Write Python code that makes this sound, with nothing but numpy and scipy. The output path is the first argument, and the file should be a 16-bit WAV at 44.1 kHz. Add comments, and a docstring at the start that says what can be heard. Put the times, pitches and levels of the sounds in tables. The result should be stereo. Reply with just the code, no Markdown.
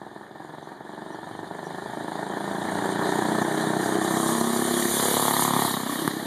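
"""Motor tricycle passing on a street

A tricycle with a small single-cylinder four-stroke engine speeds up along a residential street and passes close by.
Exhaust pulses ring muffler colours and echo; shaped noise makes the rattle of casing, fins, valves and chain.
The throttle closes with pops and a backfire; gusts, a murmur of traffic and a few bird chirps lie around it.
A two-port microphone picks it up: stereo widening notches the treble and gain control restrains the loud pass.
"""
import sys
import numpy as np
from scipy import signal
from scipy.fft import rfft, irfft, next_fast_len
from scipy.io import wavfile
from scipy.ndimage import uniform_filter1d, map_coordinates

SR = 44100
rng = np.random.default_rng(int(sys.argv[2]) if len(sys.argv) > 2 else 0)


def file_out(sig):
    """Save sig as 16-bit WAV at sys.argv[1]."""
    # one column per channel
    cols = np.atleast_2d(sig).T
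    # limit, then scale
    lim = np.clip(cols, -1, 1)
    pcm = np.round(lim * 32767).astype(np.int16)
    wavfile.write(sys.argv[1], SR, pcm)


N = 276066
T = np.arange(N) / SR
NEAREST_M = 3.703
SOUND_M_PER_S = 343

# engine speed before falters: (time [s], firing rate [1/s])
FIRING_RATE = [(0.0, 20.484), (0.25, 20.435), (0.5, 22.35), (0.752, 22.364), (0.983, 23.704),
               (1.416, 24.793), (1.854, 26.577), (3.332, 30.994), (4.026, 32.196), (4.243, 33.058),
               (4.504, 33.15), (4.73, 34.567), (5.411, 35.591), (5.762, 33.674), (5.817, 31.283),
               (6.26, 34.48)]
# engine effort: rises until about 3 s, eases through the pass, drops as the throttle shuts,
# partly recovers: (time [s], level [dB])
THROTTLE_EFFORT = [(0, -11.5), (1.2, -9), (2.45, -3.5), (3.15, 1), (5.64, -4.5), (5.8, -8), (6.0, -5),
                   (6.26, -6)]
# throttle snaps shut: (start [s], end [s])
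THROTTLE_SHUT_S = (5.65, 5.7)
# engine radiation: (angle off the nose [deg], boom level [dB], bark level [dB], casing level [dB])
RADIATION = [(4.97, -14, -17, -14), (8.7, -15, -17, -15), (13.3, -15, -22, -14), (22.5, -13, -19, -18),
             (37, -18, -26, -20.5), (57, -20.5, -13.5, -17.5), (88, -11.5, -8.5, -13),
             (126.4, -17, -14.5, -16.5), (141, -14, -37, -15.5)]


def amp(db):
    """Decibels to gain."""
    return 10 ** (np.asarray(db) / 20)


def unit(x):
    """Scale to rms 1."""
    return x / np.sqrt(np.mean(x ** 2) + 1e-20)


def along(points, hz):
    """(frequency [Hz], value) points read on a log axis."""
    f, v = np.transpose(points)
    return np.interp(np.log(hz + 1), np.log(f + 1), v)


def curves(rows):
    """One value per sample for each column after the time."""
    s, *cols = np.transpose(rows)
    return [np.interp(T, s, c) for c in cols]


def by_angle(rows):
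    """One value per sample for each column after the angle."""
    degrees, *cols = np.transpose(rows)
    return [np.interp(ride()[1], degrees, c) for c in cols]


def bump(s, half_s):
    """A smooth swell of height 1 around time s."""
    return np.exp(-np.minimum(((T - s) / half_s) ** 2 / 2, 20))


def wobble(knots_per_s):
    """A smooth random curve."""
    knots = rng.standard_normal(int(N * knots_per_s / SR) + 4)
    return map_coordinates(knots, [T * knots_per_s])


def filtered(x, response):
    """x times a response of frequency."""
    m = next_fast_len(N + SR // 2)
    return irfft(rfft(x, m) * response(np.fft.rfftfreq(m, 1 / SR)), m)[..., :N]


def noise(spectrum):
    """Two unrelated coloured noises, jointly of rms 1."""
    return unit(filtered(rng.standard_normal((2, N)), lambda hz: amp(along(spectrum, hz))))


def ring(spectrum, size=4096):
    """Causal (minimum-phase) impulse response of energy 1 with the given colour."""
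    cepstrum = irfft(np.log(amp(along(spectrum, np.fft.rfftfreq(size, 1 / SR)))))
    cepstrum[1:size // 2] *= 2
    cepstrum[size // 2 + 1:] = 0
    response = irfft(np.exp(rfft(cepstrum)))
    return response / np.linalg.norm(response)


def moving_band(x, centre_hz, width_hz):
    """The part of x in a resonance whose centre moves: shift to 0 Hz, low-pass, shift back."""
    turn = np.exp(2j * np.pi * np.cumsum(centre_hz) / SR)
    keep = np.exp(-np.pi * abs(width_hz) / SR)
    return 2 * (signal.lfilter([1 - keep], [1, -keep], x / turn) * turn).real


def ports(mid, side):
    """Left and right from their common part and their difference."""
    return np.array([mid + side, mid - side])


def ride(pass_s=5.584, speed_m_per_s=7.08):
    """Straight path: distance to the trike [m] and the angle off its nose at which it is heard [deg]."""
    to_go_m = speed_m_per_s * (pass_s - T)
    return np.hypot(NEAREST_M, to_go_m), np.degrees(np.arctan2(NEAREST_M, to_go_m))


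def drive_db():
    """Level shared by the engine's parts: effort, and spreading with distance."""
    return curves(THROTTLE_EFFORT)[0] - 20 * np.log10(ride()[0] / NEAREST_M)


def sideways(ahead_db, side_gain_db):
    """Level of a part that radiates mainly to the side of the trike."""
    return drive_db() + ahead_db + side_gain_db * np.sin(np.radians(ride()[1])) ** 2


def screened(near_db, loss_db, behind_db):
    """Level of a part screened by rider and frame; loss_db is extra, per doubling of distance."""
    distance_m, angle_deg = ride()
    behind = np.maximum(-np.cos(np.radians(angle_deg)), 0)
    return drive_db() + near_db - loss_db * np.log2(distance_m / NEAREST_M) + behind_db * behind


def cycles(start=.31, falter_s=.05):
    """Engine cycles run so far; the exhaust valve opens at each whole number."""
    # engine falters and catches up: (time [s], lag of the firings [s])
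    falters = [(.07, .002), (.31, .003), (.77, .0025), (1.27, .0022), (1.45, -.0015), (1.9, .001),
               (2.27, .0022), (2.6, .0018), (3.0, .0013), (3.46, .0018), (3.77, .0014), (4.0, .001),
               (5.1, .0012), (5.65, -.0018), (5.8, .002), (6.13, -.003)]
    rate, = curves(FIRING_RATE)
    lag_s = sum(peak_s * bump(s, falter_s) for s, peak_s in falters)
    return np.cumsum(rate) / SR - start - rate * lag_s


def beats(scatter_db, jitter_s, ragged_s):
    """One push per firing, uneven in strength and time; jitter becomes ragged_s with the throttle shut."""
    # firings that fail or burn unevenly: (time [s], level change [dB])
    misfires = [(.016, 3), (.114, -1.5), (.162, 1.5), (.261, -14), (.718, 1), (.764, -12), (.808, 1),
                (.851, -3), (1.02, 2), (1.472, -11), (1.51, 2.5), (1.55, -2), (1.63, -2), (1.9, -3.5),
                (2.01, -1), (2.083, 1.5), (2.193, 1.5), (2.23, 2), (2.34, 0), (2.62, 1.5), (2.722, -1),
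                (2.825, -3), (3.027, 0.5), (3.19, -2), (3.254, 0.5), (5.683, -4), (5.715, -2), (5.744, 2),
                (5.772, 1.5), (5.895, 1), (5.927, -1), (6.08, -18), (6.138, -1), (6.17, 3.5), (6.199, -5)]
    # second thumps in the pipe: (time [s], level re a firing [dB])
    late_burns = [(5.995, -13), (6.025, -4), (6.0554, -1)]
    turn = cycles()
    times = np.interp(np.arange(int(turn[-1]) + 1), turn, T)
    chance = rng.standard_normal((len(times), 2))
    level_db = scatter_db * chance[:, 0]
    for s, db in misfires:
        level_db[np.argmin(abs(times - s))] += db
    times = times + np.interp(times, THROTTLE_SHUT_S, [jitter_s, ragged_s]) * chance[:, 1]
    times, level_db = np.vstack([np.column_stack([times, level_db]), late_burns]).T
    at = np.clip(times * SR, 0, N - 1).astype(int)
    return np.bincount(at, amp(level_db), N) / np.sqrt(curves(FIRING_RATE)[0])


def street(x, speed_m_per_s, reach_s, fade_s, count=36):
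    """Echoes from walls, kerbs and cars; each path grows or shrinks at its own rate as the trike rolls."""
    echo = np.zeros(N)
    for place, bearing, phase in rng.random((count, 3)):
        drift = speed_m_per_s / SOUND_M_PER_S * np.cos(2 * np.pi * bearing)
        slide = place + drift / reach_s * T
        path = slide - np.floor(slide)
        delay_s = reach_s * path
        # silent at both ends of the path range, so that wrapping is inaudible
        gain = np.minimum(delay_s / .01, 1) * (1 - path) * np.exp(-delay_s / fade_s)
        source = np.maximum(np.arange(N) - (delay_s * SR).astype(int), 0)
        echo += np.sign(phase - .5) * gain * x[source]
    # short-term echo power follows the power received
    power = lambda v: abs(uniform_filter1d(v ** 2, size=SR // 5)) + 1e-14
    return echo * np.sqrt(power(x) / power(echo))


def road_bounce(x, share=0.83, width_hz=140, top_hz=1520, mic_height_m=1.88, engine_height_m=0.886):
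    """The bounce off the road reinforces a band that sinks as the trike nears and rises as it leaves."""
    detour_m = 2 * mic_height_m * engine_height_m / ride()[0]
    hz = SOUND_M_PER_S / detour_m
    fade = 1 / (1 + (hz / top_hz) ** 12)
    return share * fade * moving_band(x, hz, width_hz)


def exhaust(split_hz=540, puff=.17, puff_s=0.0054, side_db=2, shut_bark_db=-4,
            hollow_width_hz=55, growl_width_hz=32):
    """Each push rings the muffler and blows a puff of gas; the colour turns as the trike passes."""
    # exhaust colours by view: (frequency [Hz], relative level [dB])
    ahead_colour = [(30, -50), (70, -50), (105, -15.5), (165, -1.5), (200, 2), (255, -9.5), (322, 3.5),
                    (420, -3.5), (515, -12.5), (590, -1), (700, 1.5), (930, 2.5), (1030, -4.5),
                    (1120, -7.5), (1290, -21), (1430, -11), (1600, -17), (2300, -58.5)]
    quarter_colour = [(30, -62), (70, -36), (105, -14), (172, -2), (236, 5.5), (293, -3.5), (342, 6.5),
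                      (385, -1), (420, -1.5), (460, -10.5), (530, -13.5), (720, -10), (880, -14),
                      (1120, -8), (1250, -10), (1450, -27), (2300, -37)]
    beside_colour = [(30, -71), (60, -50), (74, -24), (110, 0.5), (140, 3), (172, 6), (245, 9), (305, 0),
                     (350, 3), (410, -12.5), (470, -5.5), (560, -12.5), (700, -3.5), (950, 1), (1200, -1),
                     (1500, -19.5), (2200, -21.5), (4000, -45)]
    behind_colour = [(30, -50), (70, -36), (120, -14), (190, 1.5), (255, -0.5), (325, 2), (420, -13),
                     (580, -13), (750, -22), (1100, 7), (1500, -12), (4000, -65)]
    # colour of the port difference: (frequency [Hz], level before side_db [dB])
    spread = [(60, -21), (170, -19), (250, -16.5), (350, -17.5), (480, 4), (620, -6), (800, -71),
              (1500, -49), (2200, 10)]
    # street echo re direct sound: (angle off the nose [deg], boom level [dB], bark level [dB])
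    wet = [(5.4, -7, -7), (6, -4.5, -6), (9, -4.5, -7), (14, -5, -7), (17, -6, -4.5), (22, -9, -.5),
           (38, -12, -.5), (60, -13, -5.5), (120, -10, -3)]
    # pipe resonances and gaps: (multiple of firing rate, width [Hz], added share before effort)
    pipe = [(5.05, 18, .12), (7, 16, .6), (8.9, 18, -.45), (10.1, 24, .35), (11, 16, .25), (12, 16, -.4),
            (13, 20, .4)]
    # hollow resonance, sinking as the trike draws level: (time [s], centre [Hz], added share)
    hollow = [(4.92, 530, 0), (5.05, 485, 4), (5.17, 468, 6.2), (5.29, 435, 5), (5.36, 375, 1.5),
              (5.44, 355, 1), (5.5, 345, 0)]
    # wavering growl with the throttle shut: (time [s], centre [Hz], added share)
    growl = [(5.7, 190, 0), (5.78, 215, .8), (5.87, 218, .8), (5.895, 295, .7), (5.93, 268, 2.4),
             (5.97, 240, 1), (5.995, 332, 1.3), (6.04, 328, 1), (6.09, 300, .8), (6.135, 305, .3),
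             (6.17, 335, 1.1), (6.205, 330, .3), (6.245, 368, 2)]

    push = beats(scatter_db=.8, jitter_s=.00005, ragged_s=.0003)
    keep = np.exp(-1 / (puff_s * SR))
    gas = signal.lfilter([1], [1, -keep], push) * rng.standard_normal(N)

    angle_deg = ride()[1]
    near = np.interp(angle_deg, [13.5, 23], [0, 1])
    beside = np.interp(angle_deg, [36, 55], [0, 1])
    behind = np.interp(angle_deg, [105, 128], [0, 1])
    views = [(ahead_colour, 1 - near), (quarter_colour, near - beside),
             (beside_colour, beside - behind), (behind_colour, behind)]

    # low boom is clean and hums on between firings under power; turbulence roughens only the bark above
    shut = np.interp(T, THROTTLE_SHUT_S, [0, 1])
    effort = (1 - shut) * amp(curves(THROTTLE_EFFORT)[0])
    rate = curves(FIRING_RATE)[0]
    low = lambda hz: 1 / (1 + (hz / split_hz) ** 8)
    smooth = filtered(push, low)
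    hum = sum(share * moving_band(smooth, k * rate, width_hz) for k, width_hz, share in pipe)
    smooth = smooth + effort * hum
    rough = filtered(unit(push) + puff * unit(gas), lambda hz: 1 - low(hz))

    boom, bark = np.zeros(N), np.zeros(N)
    for colour, share in views:
        boom += share * unit(signal.oaconvolve(smooth, ring(colour))[:N])
        bark += share * unit(signal.oaconvolve(rough, ring(colour))[:N])
    growl_hz, growl_share = curves(growl)
    boom = boom + growl_share * moving_band(boom, growl_hz, growl_width_hz)

    # divide by the wet share so that direct plus echo keeps the level
    boom_db, bark_db, _ = drive_db() + by_angle(RADIATION)
    boom_wet, bark_wet = amp(by_angle(wet))
    boom = boom * amp(boom_db) / np.sqrt(1 + boom_wet ** 2)
    bark = bark * amp(bark_db + shut_bark_db * shut) / np.sqrt(1 + bark_wet ** 2)
    scattered = boom_wet * boom + bark_wet * bark
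    echoes = [street(scattered, speed_m_per_s=2.2, reach_s=.16, fade_s=.13) for _ in range(2)]

    mid = boom + bark + echoes[0]
    hollow_hz, hollow_share = curves(hollow)
    mid = mid + road_bounce(mid) + hollow_share * moving_band(mid, hollow_hz, hollow_width_hz)
    side = filtered(boom + bark + echoes[1], lambda hz: amp(side_db + along(spread, hz)))
    return ports(mid, side)


def rattle(spectrum, depth, lag, sharp, flutter_db, side_db, combustion=1):
    """Metal noise with knocks at combustion and exhaust opening, then a short wash; lag in cycles."""
    turn = cycles()
    swell = lambda at, narrow: np.exp(narrow * (np.cos(2 * np.pi * (turn - at)) - 1))
    knocks = swell(lag, sharp) + combustion * swell(lag - .18, sharp) + 0.29 * swell(lag + 0.23, 5.0)
    envelope = unit((1 + depth * knocks) * amp(flutter_db * wobble(160)))
    mid, side = noise(spectrum) * envelope
    return ports(mid, amp(side_db) * side)


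def patchy(x, depth_db):
    """Loose links and brackets ring briefly, now at one pitch and now at another."""
    z = signal.stft(x, nperseg=512)[2]
    field = uniform_filter1d(rng.standard_normal(z.shape[1:]), size=4, axis=0)
    field = uniform_filter1d(field, size=7, axis=1)
    return signal.istft(z * unit(amp(depth_db * unit(field))), nperseg=512)[1][:, :N]


def machinery(slack_s=0.044, casing_slack=0.25, valves_slack=0.63, sizzle_slack=1.54):
    """Casing and fins ring and the valves clatter with the firings; the chain hisses over its sprockets."""
    # part colours: (frequency [Hz], relative level [dB])
    casing_colour = [(50, -17), (160, 3.5), (400, 10.5), (520, 2), (680, 9), (1000, 6), (1400, -0.5),
                     (1600, 3), (1800, 10), (1950, -4.5), (2150, -7.5), (2600, -10.5), (3500, -26)]
    fins_colour = [(1100, -80), (1500, -41), (1850, 6), (2050, -7.5), (2250, -6.5), (2500, -7), (3000, -80)]
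    valves_colour = [(1300, -16), (2080, 1.5), (2500, -1.5), (3000, 6), (3400, 5), (4000, 3), (4700, -3),
                     (5400, 1), (7000, -92)]
    chain_colour = [(4000, -9.5), (5500, -2.5), (6400, -4.5), (7000, -0.5), (8300, 3), (9400, -1),
                    (10500, -3), (12000, -17), (14500, -47)]
    sizzle_colour = [(8000, -19), (10500, 2.5), (11700, -7), (13000, -2), (14200, -6.5)]
    # chain briefly slack: (time [s], chain level change [dB]); other parts take a multiple
    slacks = [(.31, -4), (.8, -6), (1.52, -2), (2.28, -2), (2.98, -3), (3.73, -4.5), (3.97, -3.5),
              (5.52, -3.5), (5.83, -3), (6.19, -1.5)]
    # chain pulled taut, hissing louder: (time [s], half length [s], level change [dB])
    tugs = [(3.13, 0.061, 1), (4.302, 0.11, 3), (5.444, 0.032, 3)]

    slack_db = sum(db * bump(s, slack_s) for s, db in slacks)
    tug_db = sum(db * bump(s, half_s) for s, half_s, db in tugs)
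    casing_db = drive_db() + by_angle(RADIATION)[-1] + casing_slack * slack_db
    fins_db = sideways(ahead_db=-32, side_gain_db=12.0)
    valves_db = sideways(ahead_db=-25.5, side_gain_db=13.5) + valves_slack * slack_db
    chain_db = screened(near_db=-12.0, loss_db=6.0, behind_db=-8.0) + slack_db + tug_db
    sizzle_db = screened(near_db=-9.0, loss_db=11.5, behind_db=-6.5) + sizzle_slack * slack_db + tug_db

    casing = amp(casing_db) * rattle(casing_colour, depth=0.75, lag=0.11, sharp=44, flutter_db=2.0,
                                     side_db=-9.0, combustion=0.55)
    fins = amp(fins_db) * rattle(fins_colour, depth=4.3, lag=0.028, sharp=7.3, flutter_db=5,
                                 side_db=3.5, combustion=0.12)
    valves = amp(valves_db) * rattle(valves_colour, depth=0.71, lag=0.091, sharp=16, flutter_db=0.5,
                                     side_db=0.0, combustion=0.3)
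    chain = amp(chain_db) * rattle(chain_colour, depth=0.017, lag=0.13, sharp=5.5, flutter_db=1.0,
                                   side_db=-1.0)
    sizzle = amp(sizzle_db) * rattle(sizzle_colour, depth=0.038, lag=.1, sharp=5, flutter_db=1.2,
                                     side_db=-1.5)
    chain_flutter = amp(0.3 * wobble(22))
    return casing + fins + patchy(valves + (chain + sizzle) * chain_flutter, depth_db=2)


def wind(breeze_db=-56, lumps_db=0.0, common_db=-19):
    """Gusts rise out of a faint breeze and push mostly on one port against the other."""
    # buffeting colour: (frequency [Hz], relative level [dB])
    buffet = [(20, -38), (50, -66), (85, -8), (120, -2), (170, -14), (260, -20), (500, -35), (1200, -90)]
    # gusts: (time [s], half length [s], level [dB])
    gusts = [(0.595, 0.045, -52), (1.353, 0.085, -39), (1.55, 0.24, -41), (1.987, 0.11, -39),
             (2.405, 0.1, -43.5), (2.803, 0.17, -29.5), (3.342, 0.2, -38.5)]
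    strength = amp(breeze_db) + sum(amp(db) * bump(s, half_s) for s, half_s, db in gusts)
    mid, side = strength * unit(noise(buffet) * amp(lumps_db * wobble(6.65)))
    return ports(amp(common_db) * mid, side)


def neighbourhood(db=-61):
    """A faint, steady murmur and drone of distant traffic: low coloured noise."""
    return amp(db) * noise([(20, 4), (55, 28), (85, 29), (125, 35), (300, 12), (1000, -21),
                            (4000, -39), (14000, -40)])


def bird(length_s=0.012, fall=0.0095):
    """Short, faint chirps: swelling sines whose pitch falls by a share per length, with a wobble."""
    # chirps: (time [s], centre pitch [Hz], level [dB])
    chirps = [(.64, 6200, -60), (1.135, 5900, -55), (1.665, 5780, -47)]
    song = np.zeros(N)
    for s, hz, db in chirps:
        age = np.clip((T - s) / length_s, -6, 6)
        pitch_hz = hz * (1 - fall * age + 0.021 * wobble(280))
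        song += amp(db) * np.exp(-age ** 2 / 2) * np.sin(2 * np.pi * np.cumsum(pitch_hz) / SR)
    return ports(song, .3 * song)


def backfire(spit=0.14, spit_s=0.0025):
    """Unburnt fuel pops in the muffler: a dry thump and a crack, with a bright spit of gas."""
    # colours: (frequency [Hz], relative level [dB])
    thump_colour = [(40, -43), (140, 3), (300, 4.5), (470, -5), (620, -19), (850, -6), (1150, -1),
                    (1550, -16), (1950, -11), (2400, -20), (3800, -22), (7000, -29), (9200, -21),
                    (14000, -34)]
    crack_colour = [(200, -38), (480, -8), (620, 6), (1050, -4), (1350, -10), (2000, -31), (4000, -28),
                    (9000, -43)]
    # pops: (time [s], thump level [dB], crack level [dB])
    backfires = [(5.5914, 2, -4), (5.768, 3, 9), (5.8625, 1, 3), (5.956, -10, -2), (6.0775, 18, -20)]
    bright = signal.butter(2, 1500, "highpass", fs=SR)
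    pop = np.zeros(N)
    for s, thump_db, crack_db in backfires:
        age_s = np.maximum(T - s, 0)
        gas = spit * np.exp(-age_s / spit_s) * (age_s > 0) * rng.standard_normal(N)
        blast = signal.lfilter(*bright, gas)
        blast[round(s * SR)] -= 1
        body = amp(thump_db) * ring(thump_colour) + amp(crack_db) * ring(crack_colour)
        pop += signal.oaconvolve(blast, body)[:N]
    return ports(pop, 0.23 * pop)


def scene():
    """The trike, the breeze and the quiet street."""
    return exhaust() + machinery() + wind() + neighbourhood() + bird() + backfire()


def gain_control(x, threshold_db=-20, slope=0.87, sense_s=0.005, attack_s=0.0033, release_db_per_s=8):
    """Gain drops quickly on loud beats and comes back slowly."""
    def lagged(v, s):
        """One-pole smoothing with time constant s."""
        keep = np.exp(-1 / (s * SR))
        return signal.lfilter([1 - keep], [1, -keep], v)

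    level_db = 10 * np.log10(lagged(np.mean(x ** 2, axis=0), sense_s) + 1e-12)
    over_db = slope * np.maximum(level_db - threshold_db, 0)
    # peak hold that decays at a constant rate
    cut_db = np.maximum.accumulate(over_db + release_db_per_s * T) - release_db_per_s * T
    return x * amp(-lagged(cut_db, attack_s))


def record(dry, crossfeed_hz=2650, skew_rad=0.99, low_cut_hz=62, top_hz=14250):
    """Widening subtracts a delayed copy of the other port: sum and difference get alternating notches."""
    angle = lambda hz: np.pi * hz / crossfeed_hz
    # quadrature leak keeps the notches from full depth
    leak = lambda hz: 1j * np.minimum(.03 * (hz / crossfeed_hz) ** 2, .5)
    mid_comb = lambda hz: np.sin(np.maximum(angle(hz), np.pi / 2)) + leak(hz)
    side_comb = lambda hz: np.exp(1j * skew_rad) * (np.cos(angle(hz)) + leak(hz))
    mid = filtered((dry[0] + dry[1]) / 2, mid_comb)
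    side = filtered((dry[0] - dry[1]) / 2, side_comb)
    low_cut = lambda hz: hz ** 3 / np.sqrt(hz ** 6 + low_cut_hz ** 6)
    return filtered(gain_control(ports(mid, side)), lambda hz: low_cut(hz) * (hz < top_hz))


dry = scene()
out = record(dry)
file_out(out)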